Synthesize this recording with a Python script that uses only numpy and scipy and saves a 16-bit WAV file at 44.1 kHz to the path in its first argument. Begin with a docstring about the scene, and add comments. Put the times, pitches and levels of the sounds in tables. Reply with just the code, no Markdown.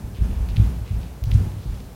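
"""Three barefoot dancers hop on a sprung floor, a few metres from a hand-held microphone in a large studio.
Toes tick on the vinyl, then ball and heel push the floor into a low thud that the walls throw back.
Soles and clothes brush between the landings. Behind them sit steady ventilation, a faint
electrical whine and the microphone's own hiss."""
import sys
import numpy as np
from scipy import signal
from scipy.fft import rfft, irfft
from scipy.io import wavfile

SR = 44100
rng = np.random.default_rng(int(sys.argv[2]) if len(sys.argv) > 2 else 0)


def transcribe(signal):
    """Save signal, clipped to [-1, 1], as a 16-bit WAV file at the path in sys.argv[1]."""
    frames = np.atleast_2d(signal).T
    limited = np.clip(frames, -1, 1)
    pcm = np.round(limited * 32767).astype(np.int16)
    wavfile.write(sys.argv[1], SR, pcm)


N = 85995

# Spectrum of the ventilation's room tone: frequency_hz, relative_density_db
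VENTILATION_SPECTRUM = [(15, -12), (30, 9), (60, 5.5), (130, 8), (250, -5.5), (350, -6), (550, -8),
                        (900, -12), (1300, -17), (2000, -21.5), (4000, -25), (8000, -28), (15500, -29.5)]
# The studio's diffuse answer to a footfall: centre_hz, level_db, t60_s, build_up_s
REVERB_BANDS = [(48.6, -9.5, 0.2, 0.017), (83.3, -22.5, 0.83, 0.0069), (175, -25.5, 0.71, 0.023),
                (389, -39, 1, 0.067), (774, -41, 1.0, 0.077), (1465, -48, 0.93, 0.028),
                (2590, -50, 0.75, 0.022), (5650, -51.5, 0.89, 0.029), (10200, -52, 0.98, 0.026)]
# Reflections off walls and ceiling: delay_s, gain_db
WALL_ECHOES = [(0.052, -18.5), (0.073, -22.5), (.116, -14.5), (.166, -20), (0.217, -18)]
# Soles and clothes rubbing: start_s, length_s, level_db, centre_hz
BRUSH_STROKES = [(0.143, 0.088, -50, 2670), (0.27, 0.21, -54.5, 2450), (.485, .06, -49.5, 2960),
                 (0.557, 0.27, -72, 2730), (0.846, 0.13, -51, 2650), (1.001, 0.12, -55.5, 3250),
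                 (1.25, .06, -55, 4700), (1.321, 0.038, -52, 2850), (1.333, 0.04, -47.5, 6350),
                 (1.58, 0.19, -56, 3640), (1.692, 0.23, -58.5, 3520)]
# Sharp ticks of toes and joints: start_s, energy_db, upper_edge_hz, relative_snap_db
TOE_TICKS = [(0.488, -23, 4790, -7), (0.5628, -18, 4370, -17), (.568, -10.5, 4040, -26),
             (1.032, -25, 4300, -25), (1.2386, -18.5, 6050, -0.5), (1.257, -28.5, 7040, -45),
             (1.3121, -22, 5800, -16), (1.3163, -11.5, 3920, -14), (1.338, -30, 5000, -14),
             (1.518, -27, 3400, -29), (1.803, -26, 5500, -22)]
# Resonances of the sprung floor: pitch_hz, relative_level_db, t60_s
FLOOR_MODES = [(39.7, -91, 0.092), (58.3, 3, 0.22), (101, 4, .11), (118, -6, 0.017), (180, -46, 0.17),
               (230, -16, 0.051), (317, -4, 0.09)]
# Ball and heel meeting the floor: start_s, strength_db, contact_ms, deep_mode_gain_db
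FOOT_CONTACTS = [(-.12, -4, 6.5, 1), (0.037, -14, 13.6, -1.5), (0.186, -34.5, 3.04, 18.5),
                 (0.201, -2, 19.3, 0), (0.22, -17, 5, -4), (0.293, -16.5, 13, 7.5), (.320, -10.5, 12, 2.5),
                 (0.354, -21.5, 13, 8), (0.398, -6, 12.9, 2), (0.487, -19, 13.5, 6),
                 (0.509, -13.5, 10.7, -5), (0.527, -4.5, 14, -2), (.575, -4.5, 8.1, -0.5),
                 (0.596, -3.5, 5.2, -3.5), (.613, -9.5, 8.5, -7), (0.904, -8, 9, -11.5),
                 (.939, -9, 10.7, -6), (.986, -29.5, 10.7, 3), (1.003, -26.5, 10, 6),
                 (1.219, -15.5, 10.4, 3), (1.24, -24.5, 8.4, 3.5), (1.265, -4, 10, -6.5),
                 (1.3234, -10, 6.1, 1.5), (1.3439, -2.5, 7.7, -2), (1.353, -10, 6.86, 10.5),
                 (1.3628, -20.5, 6.9, 10), (1.415, -14.5, 7, -4), (1.467, -22.5, 2.7, -7),
                 (1.656, -20, 3.6, -7), (1.668, -13.5, 11, -5), (1.685, -8.5, 19.6, -6),
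                 (1.714, -25.5, 13.7, 11.5), (1.732, -26.5, 12.7, 1), (1.752, -38, 18.5, 1),
                 (1.79, -43.5, 9.8, 7)]


def undb(db):
    """Decibels to amplitude."""
    return 10 ** (np.asarray(db) / 20)


def unit(x):
    """Scale to rms 1."""
    return x / np.sqrt(np.mean(x ** 2))


def band(hz, width, order=2):
    """Noise of rms 1 in a band around hz; width is relative to the centre."""
    f = np.arange(N // 2 + 1) * SR / N + 1e-3
    detuning = (f / hz - hz / f) / width
    return unit(irfft(rfft(rng.standard_normal(N)) / (1 + detuning ** 2) ** (order / 2), N))


def since(start_s):
    """Seconds since start_s, zero before."""
    return np.maximum(np.arange(N) / SR - start_s, 0)


def fade(t60_s):
    """Decay by 60 dB in t60_s."""
    return np.exp(-np.log(1000) * since(0) / t60_s)


def through(x, response):
    """Pass a sound through an impulse response."""
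    return signal.fftconvolve(x, response)[:N]


def room_tone():
    """Steady ventilation, a faint electrical whine, and separate microphone hiss in each channel."""
    f = np.arange(N // 2 + 1) * SR / N + 1
    hz, db = np.array(VENTILATION_SPECTRUM).T
    colour = undb(np.interp(np.log(f), np.log(hz), db))
    ventilation = unit(irfft(rfft(rng.standard_normal(N)) * colour, N))
    hiss = np.array([band(hz=11500, width=1.5) for _ in range(2)])
    whine = np.sqrt(2) * np.sin(2 * np.pi * 13188 * since(0))
    return undb(-41) * ventilation + undb(-62) * hiss + undb(-75) * whine


def studio_reverb():
    """The diffuse sound of the footfalls fills the room and dies away, octave by octave."""
    t = since(0)
    coarse_t = t[::100]
    start_s, strength_db = np.array(FOOT_CONTACTS).T[:2]
    age = np.maximum(coarse_t[:, None] - start_s, 0)
    drive = undb(0.99 * strength_db)  # the room follows each footfall almost dB for dB
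    out = np.zeros(N)
    for centre_hz, level_db, t60_s, build_up_s in REVERB_BANDS:
        tails = drive * (1 - np.exp(-age / build_up_s)) * np.exp(-np.log(1000) * age / t60_s)
        envelope = np.interp(t, coarse_t, np.linalg.norm(tails, axis=1))  # tails add in power
        out += undb(level_db) * envelope * band(centre_hz, width=1, order=4)
    return out


def wall_echoes(direct):
    """Walls and ceiling return the sound to the microphone, later and weaker."""
    t = since(0)
    return sum(undb(gain_db) * np.interp(t - delay_s, t, direct, left=0)
               for delay_s, gain_db in WALL_ECHOES)


def brushes():
    """Grainy friction of soles and clothes that swells quickly and trails off."""
    out = np.zeros(N)
    for start_s, length_s, level_db, centre_hz in BRUSH_STROKES:
        age = since(start_s) / (0.22 * length_s)  # the stroke peaks at age 1
        out += undb(level_db) * age * np.exp(1 - age) * band(centre_hz, width=1, order=3)
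    grain_db = 5 * band(hz=180, width=6)
    return out * unit(undb(grain_db))


def crack(start_s, low_hz, high_hz, rise_s=0.00055):
    """One skin crack: a millisecond burst of energy 1, spread evenly between two frequencies."""
    age = since(start_s) / rise_s
    burst = rng.standard_normal(N) * age * np.exp(-np.minimum(age, 50))
    phase = np.angle(rfft(burst))
    f = np.arange(N // 2 + 1) * SR / N + 1
    passband = 1 / np.sqrt((1 + (low_hz / f) ** 12) * (1 + (f / high_hz) ** 12))
    return unit(irfft(passband * np.exp(1j * phase), N)) / np.sqrt(N)


def toe_ticks():
    """Toes and joints tick: returns the cracks and, apart, the bright snaps on top of them."""
    cracks = sum(undb(energy_db) * crack(start_s, low_hz=2000, high_hz=upper_edge_hz)
                 for start_s, energy_db, upper_edge_hz, _ in TOE_TICKS)
    snaps = sum(undb(energy_db + snap_db) * crack(start_s, low_hz=11500, high_hz=15500)
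                for start_s, energy_db, _, snap_db in TOE_TICKS)
    return cracks, snaps


def floor_thuds(deep_below_hz=80, level_db=-5.5):
    """Each contact is a smooth push that rings the floor, deeper at some spots than at others."""
    force, deep_force, floor = np.zeros((3, N))
    for start_s, strength_db, contact_ms, deep_mode_gain_db in FOOT_CONTACTS:
        contact_s = contact_ms / 1000
        progress = np.minimum(since(start_s) / contact_s, 1)
        pulse = np.sin(np.pi * progress) ** 2 * 2 / (contact_s * SR)  # sums to 1
        force += undb(strength_db) * pulse
        deep_force += undb(strength_db + deep_mode_gain_db) * pulse
    for pitch_hz, mode_db, t60_s in FLOOR_MODES:
        ring = undb(mode_db) * np.cos(2 * np.pi * pitch_hz * since(0)) * fade(t60_s)
        floor += through(deep_force if pitch_hz < deep_below_hz else force, ring)
    return -undb(level_db) * floor


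def scene():
    """The dancers a few metres off, dead centre, in the sound of the room; the snaps stay dry."""
    thuds = floor_thuds()
    cracks, snaps = toe_ticks()
    skin = cracks + brushes()
    room_response = unit(rng.standard_normal(N) * fade(t60_s=1)) / np.sqrt(N)
    skin_reverb = undb(-4.5) * through(skin, room_response)
    reflections = wall_echoes(thuds) + studio_reverb() + skin_reverb
    return room_tone() + reflections + skin + snaps + thuds


def record(dry):
    """The hand-held microphone drops the bass below 28 Hz and cuts the top above 15.9 kHz."""
    low_cut = signal.butter(2, 28, "high", fs=SR, output="sos")
    high_cut = signal.ellip(10, 0.2, 70, 15900, fs=SR, output="sos")
    return signal.sosfilt(high_cut, signal.sosfilt(low_cut, dry))


dry = scene()
out = record(dry)
transcribe(out)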